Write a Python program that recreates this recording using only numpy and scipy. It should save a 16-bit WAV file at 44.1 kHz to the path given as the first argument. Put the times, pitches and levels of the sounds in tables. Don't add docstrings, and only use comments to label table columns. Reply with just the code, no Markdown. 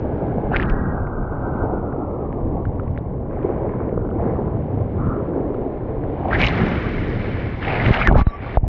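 import sys
import numpy as np
from scipy import signal
from scipy.fft import rfft, irfft, next_fast_len
from scipy.io import wavfile
from scipy.ndimage import uniform_filter1d

SR = 44100
rng = np.random.default_rng(int(sys.argv[2]) if len(sys.argv) > 2 else 0)


def materialize(psi):
    bounded = np.clip(np.atleast_2d(psi).T, -1, 1)
    quanta = np.round(bounded * 32767).astype(np.int16)
    wavfile.write(sys.argv[1], SR, quanta)


N = 382768
TIME = np.arange(N) / SR


def from_db(db):
    return 10 ** (np.asarray(db) / 20)


def rms_one(x):
    return x / np.sqrt(np.mean(x ** 2) + 1e-20)


def in_time(rows):
    s, *columns = np.transpose(rows)
    return [np.interp(TIME, s, column) for column in columns]


def add(out, s, sound):
    i = int(s * SR)
    out[i:i + len(sound)] += sound[:N - i]


def low_pass(x, hz, order=2):
    return signal.sosfilt(signal.butter(order, hz, fs=SR, output="sos"), x)


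def band_pass(x, hz, spread, order=2):
    edges = [hz / (1 + spread), hz * (1 + spread)]
    return signal.sosfilt(signal.butter(order, edges, "band", fs=SR, output="sos"), x)


def drift(rate):
    step = 40
    settle = 2000
    r = np.exp(-2 * np.pi * rate * step / SR)
    chance = rng.standard_normal(N // step + 2 + settle)
    slow = signal.lfilter([1], [1, -2 * r, r * r], chance)[settle:]
    return np.interp(np.arange(N) / step, np.arange(len(slow)), rms_one(slow))


def coloured(x, colour):
    size = next_fast_len(N + SR // 10)
    log_hz = np.log(np.maximum(np.arange(size // 2 + 1) * SR / size, 1))
    hz, db = np.transpose(colour)
    gain = from_db(np.interp(log_hz, np.log(hz), db, left=-np.inf, right=-np.inf))
    return rms_one(irfft(rfft(x, size) * gain, size)[:N])


def eddies(lumpy_db, rate):
    return rng.standard_normal(N) * from_db(lumpy_db * drift(rate))


def grains(per_s, size_db):
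    sizes = from_db(size_db * np.minimum(rng.exponential(1, N), 4))
    signs = rng.choice([-1, 1], N)
    return sizes * signs * (rng.random(N) < per_s / SR)


def bubbles(per_s, size_db, cycles, low_hz, high_hz, count=20):
    born = grains(per_s, size_db)
    dealt = rng.integers(0, count, N)
    out = 0
    for k, hz in enumerate(np.geomspace(low_hz, high_hz, count)):
        r = np.exp(-np.log(1000) * hz / (cycles * SR))
        w = 2 * np.pi * hz / SR
        births = born * (dealt == k) + 1e-18
        ringing = signal.lfilter([1, 0, -1], [1, -2 * r * np.cos(w), r * r], births)
        out = out + np.sqrt(hz) * ringing
    return rms_one(out)


def plop(hz, cycles):
    phase = TIME[:SR // 20] * hz
    age = phase / cycles
    return (age * np.exp(1 - age)) ** 2 * np.sin(2 * np.pi * phase)


# (time [s], rumble [dB], buffet [dB])
AIR_STREAM = [(0, -32, -26.5), (.85, -27, -22.5), (1.1, -29, -28.5), (1.62, -26, -25.5),
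              (1.8, -30.5, -30.5), (2.35, -32.5, -29.5), (2.47, -25, -23), (3.05, -35, -26),
              (3.7, -34, -28.5), (4.35, -35, -23), (4.7, -41, -28.5), (4.98, -29.5, -26), (5.3, -35, -28.5),
              (5.7, -33.5, -32), (5.92, -31.5, -27), (6.3, -36, -26.5), (6.9, -28, -24.5),
              (7.55, -32.5, -27.5), (7.8, -26, -25.5), (8.0, -31.5, -33.5), (8.68, -35.5, -28.5)]
# (middle [s], half-length [s], rumble [dB], buffet [dB])
GUST_SWELLS = [(0.703, 0.097, -26.5, -35), (4.265, 0.041, -32, -23), (5.045, 0.062, -26, -19.5),
               (6.422, 0.055, -23.5, -21), (6.631, 0.05, -50, -19.5), (7.872, 0.028, -25, -14),
               (8.088, 0.058, -22, -20), (8.183, 0.022, -12, -15.5), (8.64, 0.026, -15, -20.5)]
# (frequency [Hz], relative density [dB])
RUMBLE_SPECTRUM = [(10, -12.5), (26, 0), (42, 1.5), (60, -6.5), (90, -18), (250, -50.5)]
BUFFET_SPECTRUM = [(35, -27), (62, 0.5), (90, 0.5), (130, -0.5), (200, -10.5), (300, -15), (600, -46),
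                   (1500, -94.5)]


def wind():
    rumble, buffet = from_db(in_time(AIR_STREAM))
    for s, half, rumble_db, buffet_db in GUST_SWELLS:
        swell = np.exp(-((TIME - s) / half) ** 2 / 2)
        rumble = np.hypot(rumble, from_db(rumble_db) * swell)
        buffet = np.hypot(buffet, from_db(buffet_db) * swell)
    large = coloured(eddies(lumpy_db=-0.3, rate=16), RUMBLE_SPECTRUM)
    small = coloured(eddies(lumpy_db=1.2, rate=24), BUFFET_SPECTRUM)
    return rumble * large + buffet * small


# (time [s], rush [dB], wash [dB], hiss of fine spray [dB])
RIDE_LEVELS = [(0, -24.5, -33, -56.6), (.48, -24.5, -31, -56.5), (.9, -28.5, -32, -62),
               (1.15, -32, -39, -68), (1.6, -25, -27.5, -61), (1.85, -27.5, -35, -65.5),
               (2.5, -27.5, -36.5, -63), (3.0, -32.5, -39.5, -64), (3.25, -29, -43, -68.1),
               (3.45, -24.5, -34, -58.5), (4.07, -27, -38, -64.5), (4.24, -21.5, -29.5, -57),
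               (4.48, -27, -35.5, -60), (4.9, -28, -36, -57.5), (5.33, -23.5, -37, -59),
               (6.02, -27.5, -37.5, -57.5), (6.3, -27, -26.5, -47.5), (6.62, -24.5, -29.5, -49),
               (6.95, -28.5, -41.5, -55), (7.25, -26.5, -36.5, -41), (7.56, -32.5, -42, -46.5),
               (7.68, -27, -26, -55), (8.05, -31, -27.5, -53.1), (8.11, -24, -29, -56),
               (8.19, -35, -37, -50.5), (8.68, -34, -36.5, -47)]
# (frequency [Hz], relative density [dB])
RUSH_SPECTRUM = [(90, -28.5), (180, -17), (270, -2.5), (420, -1), (540, -4.5), (700, -11), (1100, -37),
                 (2500, -75.5)]
WASH_SPECTRUM = [(350, -28.5), (560, -3.5), (650, -1), (790, 0.5), (950, -5.5), (1200, -22.5), (1700, -25),
                 (3000, -64.5), (6000, -99.5)]
CHOP_DB, CHOP_HZ = 1.17, 6.5


def water(rush_db, wash_db):
    pockets = bubbles(per_s=1500, size_db=1.0, cycles=9.0, low_hz=154.0, high_hz=750)
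    rush = coloured(pockets + .6 * eddies(lumpy_db=4.5, rate=16), RUSH_SPECTRUM)
    small = bubbles(per_s=2000, size_db=0.5, cycles=8, low_hz=450, high_hz=1400)
    wash = coloured(small + 0.26 * eddies(lumpy_db=-3.5, rate=30), WASH_SPECTRUM)
    return from_db(rush_db - 1.0) * rush + from_db(wash_db - 1.37) * wash


# (time [s], level [dB])
CHURN_LEVEL = [(0, -35.5), (.3, -27), (.42, -24.5), (.9, -23.5), (1.05, -31), (1.65, -28.5), (2.55, -31),
               (3.0, -36), (3.7, -29), (4.3, -26), (4.7, -30), (5.0, -29), (5.4, -29), (5.7, -37),
               (6.4, -31.5), (6.63, -17), (6.8, -25), (7.0, -24.5), (7.55, -35), (8.0, -28), (8.13, -16.5),
               (8.25, -36)]


def churn(hz=205, spread=.3, trim_db=-4):
    level_db, = in_time(CHURN_LEVEL)
    pockets = bubbles(per_s=400, size_db=1.0, cycles=11, low_hz=150, high_hz=280, count=8)
    return from_db(level_db + trim_db) * rms_one(band_pass(pockets, hz, spread))


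THUD_SAG_RAD = 2.75


def thud(hz, swell_s):
    t = TIME[:SR // 5]
    age = t / swell_s
    phase = THUD_SAG_RAD * np.log(1 + 2 * np.pi * hz * t / THUD_SAG_RAD)
    return age * np.exp(1 - age) * np.sin(phase)


# (time [s], thud level [dB],
# thud starting pitch [Hz], thud swell [s], smack level [dB], smack pitch [Hz])
PORT_SLAPS = [(0.716, -10, 200, 0.009, -35, 500), (3.9755, -13, 700, 0.0032, -11, 430),
              (4.208, -15, 600, 0.0026, -23, 400), (4.263, -10.5, 600, 0.0032, -19, 377),
              (5.663, -20.5, 700, 0.0027, -14, 348), (7.864, -9, 300, 0.0037, -26, 510),
              (7.8922, -9, 500, .002, -11.5, 490), (7.907, 0.5, 380, 0.0026, -24, 400),
              (8.081, -4, 150, 0.0062, -9, 332), (8.112, -1.5, 603, 0.002, -5, 690),
              (8.1238, -7, 232, 0.0065, -13, 780), (8.155, -18, 497, .002, -4, 563),
              (8.161, 1, 200, 0.0041, -13, 750), (8.19, -6, 169, 0.0066, -12.5, 700),
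              (8.215, -5.5, 550, 0.0049, -18.5, 750), (8.268, -2.5, 450, 0.0047, -23, 610),
              (8.5712, -3, 150, 0.0056, -3, 680), (8.632, -5, 250, 0.0042, -36, 600),
              (8.65, -20, 170, .005, -34, 650), (8.666, -12, 150, 0.0054, -26, 600)]


def slaps(smack_cycles=0.8, thud_cut_hz=900, smack_cut_hz=1400):
    thuds, smacks = np.zeros(N), np.zeros(N)
    for s, thud_db, thud_hz, swell_s, smack_db, smack_hz in PORT_SLAPS:
        add(thuds, s, from_db(thud_db) * thud(thud_hz, swell_s))
        add(smacks, s, from_db(smack_db) * plop(smack_hz, smack_cycles))
    return low_pass(thuds, thud_cut_hz) + low_pass(smacks, smack_cut_hz, order=5)


# (time [s], level [dB], pitch [Hz], swell [cycles])
HOUSING_DROPS = [(.5375, -34, 2400, .6), (.552, -32, 2400, .8), (0.5616, -10, 2150, 1.4),
                 (0.5668, -8, 2200, 0.89), (0.5664, -26, 3500, 1), (.576, -34, 3300, .6),
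                 (.5855, -33, 2710, .8), (.598, -13, 1800, 1.9), (.6045, -25, 2400, 1.9),
                 (.6085, -34, 2600, 1.2), (0.6154, -25, 2500, .7), (.622, -20, 1820, 2.6),
                 (.628, -18, 2310, 1), (0.6332, -28.5, 2850, 1.9), (.656, -34, 2400, 0.99),
                 (0.6975, -26, 2450, 1.1), (.6978, -35, 5200, 1.2), (.701, -27, 2270, 1.2),
                 (1.0698, -38.5, 1970, 1.6), (1.9256, -33, 1501, 2.4), (2.327, -31.5, 1700, 0.92),
                 (2.6527, -25, 1460, 1.6), (2.7963, -24.5, 1300, 2), (2.8385, -50, 2600, .5),
                 (2.878, -38, 1850, 1), (2.913, -50, 2780, .8), (2.961, -42, 1980, 2),
                 (2.976, -22.5, 1580, 0.72), (2.985, -49, 3600, 2.6), (3.43, -39, 2200, .8),
                 (3.6927, -33, 1970, 1.1), (3.8923, -35.5, 1960, 1.1), (4.105, -48, 2800, 1.6),
                 (5.544, -29, 1260, 1.8), (6.0374, -30, 1600, 1.2), (6.2843, -16, 650, 1.5),
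                 (6.3073, -17, 1000, 0.72), (6.32, -16, 1200, 1.2), (6.3428, -20, 2500, .6),
                 (6.416, -7.5, 2710, 0.7), (6.4255, -14, 2300, 2.2), (6.433, -8, 2400, 1.6),
                 (6.439, -7, 2450, 1.2), (6.445, -9, 2760, 2), (6.474, -10, 2420, .85),
                 (6.485, -16, 3680, 1.3), (7.741, -20, 2540, 3.2), (7.8635, -23, 2500, 0.72),
                 (7.885, -13, 1900, .8), (7.936, -21, 2600, 0.83), (7.9425, -15, 2500, 0.64),
                 (7.973, -17, 2700, 1.5), (8.023, -14, 2200, 2), (8.0732, 1, 1510, 0.65),
                 (8.0875, -14, 1610, 2.8), (8.125, -25, 2200, 0.4), (8.164, -17, 1300, 1.2),
                 (8.269, -18.5, 1300, 0.69)]


def drops(dull_hz=5000, crack_db=-22, crack_hz=4300, crack_cycles=1.3,
          spatter_db=-22, spatter_hz=2300, spatter_t60=0.02):
    ticks, cracks, scatter = np.zeros(N), np.zeros(N), np.zeros(N)
    decay = np.exp(-np.log(1000) * TIME[:SR // 10] / spatter_t60)
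    for s, db, hz, cycles in HOUSING_DROPS:
        add(ticks, s, from_db(db) * plop(hz, cycles))
        add(cracks, s + cycles / hz, from_db(2.0 * db + crack_db) * plop(crack_hz, crack_cycles))
        add(scatter, s, from_db(db + spatter_db) * decay)
    fragments = band_pass(grains(per_s=2500, size_db=2.5), spatter_hz, 0.23, order=3)
    ticks = ticks + scatter * rms_one(fragments)
    return low_pass(ticks, dull_hz, order=6) + cracks


# (middle [s], rms [dB], pitch [Hz], half-length [s])
WATER_SHEETS = [(0.053, -25, 514, 0.0038), (0.156, -24, 450, .004), (.221, -22, 566, 0.0035),
                (0.381, -20.5, 577, 0.004), (0.469, -24, 700, 0.003), (0.518, -19, 750, 0.0026),
                (0.537, -22, 790, 0.0033), (0.551, -20.5, 1450, 0.0097), (3.375, -24.5, 687, 0.0026),
                (3.456, -17, 386, 0.0058), (3.517, -22.5, 420, 0.0024), (3.649, -20.5, 416, 0.0056),
                (3.93, -18, 450, 0.0032), (4.204, -27, 590, 0.0051), (4.335, -19.5, 450, 0.0031),
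                (4.566, -24.5, 129, 0.062), (4.773, -21, 101.5, 0.058), (5.028, -26, 97, 0.068),
                (6.254, -21.5, 720, 0.0053), (6.313, -26, 1690, 0.0026), (6.332, -15, 1600, 0.003),
                (6.354, -21.5, 1740, 0.0093), (6.402, -28, 2380, 0.0069), (6.435, -27, 2340, 0.022),
                (6.471, -19.5, 2480, .003), (6.502, -28, 2110, 0.0026), (7.65, -27, 2200, .002),
                (7.682, -23, 2110, 0.00203), (7.707, -28, 2280, 0.0085), (7.776, -31, 2200, 0.0044),
                (7.805, -26.5, 1860, 0.016), (7.861, -26, 2370, .004), (7.894, -22.5, 378, 0.0094),
                (7.94, -24, 2410, 0.0045), (7.984, -19, 720, 0.0029), (8.018, -17.5, 1340, 0.0031),
                (8.027, -28.5, 2330, .006), (8.0767, -14, 1400, 0.001), (8.135, -23.5, 370, 0.028),
                (8.159, -26.5, 1250, 0.011), (8.185, -21.5, 840, 0.012), (8.213, -22, 1260, 0.0012),
                (8.64, -37, 750, 0.0025), (8.647, -33, 694, 0.0036)]


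def splashes(spread=0.2):
    out = np.zeros(N)
    for s, db, hz, half in WATER_SHEETS:
        middle = min(s, .2)
        t = TIME[:int(2 * middle * SR)]
        swell = np.exp(-((t - middle) / half) ** 2 / 2)
        impacts = rng.standard_normal(len(t)) * (rng.random(len(t)) < hz / SR)
        burst = band_pass(impacts, hz, spread, order=3) * swell
        add(out, s - middle, from_db(db) * rms_one(burst) * np.sqrt(np.mean(swell ** 2)))
    return out


# (frequency [Hz], width [Hz], level [dB])
HOUSING_MODES = [(1730, 29, -6), (2110, 12, -1.5), (2310, 22, -3), (2450, 13, -2.5), (2640, 19, -5.5),
                 (2880, 15, -2.5), (3050, 17, -2), (3100, 13, -1.5), (3500, 24, 0.5), (3660, 20, -0.5),
                 (3840, 45, -0.5), (4120, 18, 1), (4250, 14, 0)]


def housing(x):
    out = x
    for hz, width_hz, db in HOUSING_MODES:
        b, a = signal.iirpeak(hz, hz / width_hz, fs=SR)
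        out = out + from_db(db) * signal.lfilter(b, a, x)
    return out


SHOWER_RISE_DB_PER_S, SHOWER_FALL_DB_PER_S = 451.5, 357


def shower(start, length, fall_db_per_s):
    early = np.maximum(start - TIME, 0)
    late = np.maximum(TIME - start - length, 0)
    return from_db(-SHOWER_RISE_DB_PER_S * early - fall_db_per_s * late)


# (start [s], length [s], patter [dB], fine mist [dB])
SPRAY_SHOWERS = [(0.547, 0.079, -42.5, -62), (0.695, .002, -53, -60), (6.336, .012, -31, -62),
                 (6.392, 0.021, -29, -66.5), (6.422, 0.046, -32, -34), (7.627, 0.04, -34, -68),
                 (7.691, 0.35, -31.5, -80), (7.862, 0.0088, -33, -47), (7.93, 0.011, -34, -44.5),
                 (7.97, 0.11, -32.5, -54), (8.186, 0.016, -34.5, -45), (8.23, 0.37, -42.5, -69)]
# (frequency [Hz], relative density [dB])
PATTER_SPECTRUM = [(500, -15.5), (1000, -3.5), (1400, -3), (1800, -2.1), (2200, -1.2), (2500, -8.5),
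                   (2850, -11), (3250, -14.5), (4000, -21.5), (5000, -27), (8000, -77.5)]
MIST_SPECTRUM = [(2200, -28), (3200, -11), (4000, -5), (4600, -14.5), (5400, -12.5), (6000, -19.5),
                 (6700, -23), (7200, -25.5), (8600, -48.5)]
RUNOFF_S, RUNOFF_DB, RUNOFF_MIST_DB, RUNOFF_FALL_DB_PER_S = 6.48, -31.5, -50, 10.5


def spray(hiss_db):
    gurgle = bubbles(per_s=1300, size_db=2.5, cycles=27, low_hz=900, high_hz=3380)
    droplets = rms_one(grains(per_s=3600, size_db=2.0))
    patter = housing(droplets + .4 * gurgle + .5 * rng.standard_normal(N))
    fine_droplets = rms_one(grains(per_s=2800, size_db=16.0))
    mist = housing(fine_droplets + 0.75 * rng.standard_normal(N))

    runoff = shower(RUNOFF_S, 0, RUNOFF_FALL_DB_PER_S)
    coarse = np.hypot(from_db(hiss_db), from_db(RUNOFF_DB) * runoff)
    fine = from_db(RUNOFF_MIST_DB) * runoff
    for start, length, patter_db, mist_db in SPRAY_SHOWERS:
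        falling = shower(start, length, SHOWER_FALL_DB_PER_S)
        coarse = np.hypot(coarse, from_db(patter_db) * falling)
        fine = np.hypot(fine, from_db(mist_db) * falling)

    thick = np.clip((20 * np.log10(coarse) + 36) / 8, 0, 1)
    clumps = from_db(2.3 * thick * (drift(47) + 1.05))
    pattering = coarse * from_db(2.0) * coloured(patter, PATTER_SPECTRUM)
    misting = fine * from_db(-4.5) * coloured(mist, MIST_SPECTRUM)
    return clumps * (pattering + misting)


# (time [s], level [dB], upper edge [Hz])
DRAINING_FILM = [(.48, -48, 1686), (.53, -33, 1792), (1.15, -38.5, 1572), (1.6, -35.5, 1560),
                 (1.88, -40.5, 1463), (2.05, -39, 1384), (2.45, -41, 1188), (3.15, -46, 1129),
                 (3.4, -73, 1071)]
# (time [s], level [dB], upper edge [Hz])
FALLING_GULP = [(7.99, -110, 2897), (8.023, -28, 2700), (8.04, -33, 2340), (8.052, -26, 2127),
                (8.07, -20.5, 2058), (8.08, -30, 1915), (8.089, -25, 1768), (8.101, -36, 1542),
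                (8.112, -26, 1380), (8.12, -36, 1130), (8.127, -14, 980), (8.17, -110, 850)]


def film(rows, width_hz, flicker_db):
    level_db, edge_hz = in_time(rows)
    noise = rng.standard_normal(N) + 1j * rng.standard_normal(N)
    fizz = low_pass(noise, width_hz / 2, order=14)
    centre = np.exp(2j * np.pi * np.cumsum(edge_hz - width_hz / 2) / SR)
    return from_db(level_db + flicker_db * drift(27)) * rms_one((fizz * centre).real)


# (time [s], level [dB])
FOAM_LEVEL = [(3.2, -53), (3.34, -44.5), (3.8, -43), (4.0, -49), (4.15, -52), (4.22, -41), (4.35, -42.5),
              (4.6, -48.5), (4.95, -50), (5.02, -42.5), (5.6, -47), (6.1, -48), (6.28, -44.5), (6.4, -71)]
# (frequency [Hz], relative density [dB])
FOAM_SPECTRUM = [(700, -24), (1000, 8), (1200, -1.2), (1450, -5), (1750, -9.5), (2200, -22.5), (4000, -50)]


def foam():
    level_db, = in_time(FOAM_LEVEL)
    froth = bubbles(per_s=2700, size_db=5.0, cycles=7.2, low_hz=900, high_hz=2200)
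    return from_db(level_db + 1.5) * coloured(froth, FOAM_SPECTRUM)


# (time [s], level [dB])
RIPPLE_HITS = [(3.738, -33), (3.802, -27), (3.976, -24.5), (3.993, -41), (4.0115, -35), (4.03, -35),
               (4.048, -32), (4.072, -31), (4.089, -31), (4.113, -28.5), (4.193, -33), (4.24, -33),
               (4.372, -35), (4.438, -33), (4.48, -34)]


def ripples(hz=1200, cycles=1.4, pitch_spread=.07, dull_hz=1700):
    out = np.zeros(N)
    for (s, db), chance in zip(RIPPLE_HITS, rng.standard_normal(len(RIPPLE_HITS))):
        add(out, s, from_db(db) * plop(hz * np.exp(pitch_spread * chance), cycles))
    return low_pass(out, dull_hz, order=6)


# (start [s], end [s], pitch [Hz], half-width [share of pitch], rms [dB])
FIZZ_BANDS = [(0.519, 0.583, 2650, 0.093, -47.5), (0.679, 0.897, 1883, 0.013, -46),
              (3.3, 3.832, 1890, 0.23, -55.5), (3.794, 4.14, 1420, 0.07, -53),
              (4.18, 4.36, 1850, 0.16, -56.5), (4.99, 5.192, 1257, 0.11, -37),
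              (5.032, 5.375, 1410, 0.21, -54.5), (6.405, 6.46, 2245, 0.042, -24.5),
              (6.597, 6.872, 1340, 0.21, -38), (8.263, 8.305, 3850, 0.036, -56),
              (8.275, 8.357, 5380, 0.027, -67.5)]


def fizz_bands(uneven_db=2.0, uneven_hz=22, fade_share=0.11):
    out = np.zeros(N)
    flutter = from_db(uneven_db * drift(uneven_hz))
    t = TIME[:SR] - .02
    for start, end, hz, spread, db in FIZZ_BANDS:
        length = end - start
        fading = np.exp(-np.maximum(t - length, 0) / (fade_share * abs(length)))
        heard = uniform_filter1d(fading * (t > 0), size=900)
        fizz = rms_one(band_pass(rng.standard_normal(SR), hz, spread, order=3))
        add(out, start + t[0], from_db(db) * heard * fizz)
    return flutter * out


# (time [s], level [dB])
RING_LEVEL = [(8.15, -97), (8.186, -29), (8.214, -32), (8.246, -49), (8.268, -41), (8.304, -37),
              (8.32, -49), (8.335, -34), (8.367, -39), (8.41, -80), (8.448, -54), (8.468, -36), (8.54, -74),
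              (8.57, -110)]


def ring(hz=1143, waver_hz=7, waver_db=3.0):
    level_db, = in_time(RING_LEVEL)
    phase = 2 * np.pi * np.cumsum(hz + waver_hz * drift(23)) / SR
    return from_db(level_db + waver_db * drift(25)) * rms_one(np.sin(phase))


# (time [s], loss of the flow [dB], loss of the spray [dB], time to clear [s])
PORT_SEALS = [(8.074, -1.5, -0.5, 0.078), (8.225, 15, 13.5, 0.21), (8.568, 13, 28.5, 0.16)]
SEAL_CLOSE_S = 0.005
SEAL_CUT_HZ, SEAL_DULL_COVER = 3750, 0.19


def sealed(flow, patter):
    flow_db, spray_db, covered = np.zeros(N), np.zeros(N), np.zeros(N)
    for s, loss_db, spray_loss_db, clear_s in PORT_SEALS:
        closing = np.clip((TIME - s) / SEAL_CLOSE_S, 0, 1)
        clearing = np.clip(1 - (TIME - s) / clear_s, 0, 1)
        cover = closing * clearing
        flow_db = flow_db - loss_db * cover
        spray_db = spray_db - spray_loss_db * cover
        covered = np.maximum(covered, cover)
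    dull = np.clip(covered / SEAL_DULL_COVER, 0, 1)
    muffled = low_pass(low_pass(patter, SEAL_CUT_HZ)[::-1], SEAL_CUT_HZ)[::-1]
    dulled = dull * muffled + (1 - dull) * patter
    return from_db(flow_db) * flow + from_db(spray_db) * dulled


def scene():
    rush_db, wash_db, hiss_db = in_time(RIDE_LEVELS)
    chop_db = CHOP_DB * drift(CHOP_HZ)
    flow = wind() + water(rush_db + chop_db, wash_db + chop_db) + churn() + foam()
    flow = flow + film(DRAINING_FILM, width_hz=750, flicker_db=1.5)
    flow = flow + film(FALLING_GULP, width_hz=380, flicker_db=0.8)
    blows = slaps() + drops() + splashes() + ripples()
    return (sealed(flow, spray(hiss_db)) + fizz_bands() + ring() + blows)[None]


def record(dry):
    moving = signal.sosfilt(signal.butter(1, 12, "high", fs=SR, output="sos"), dry)
    rounded = moving / (1 + moving ** 6) ** (1 / 6)
    return signal.sosfilt(signal.cheby2(12, 70, 8600, fs=SR, output="sos"), rounded)


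dry = scene()
out = record(dry)
materialize(out)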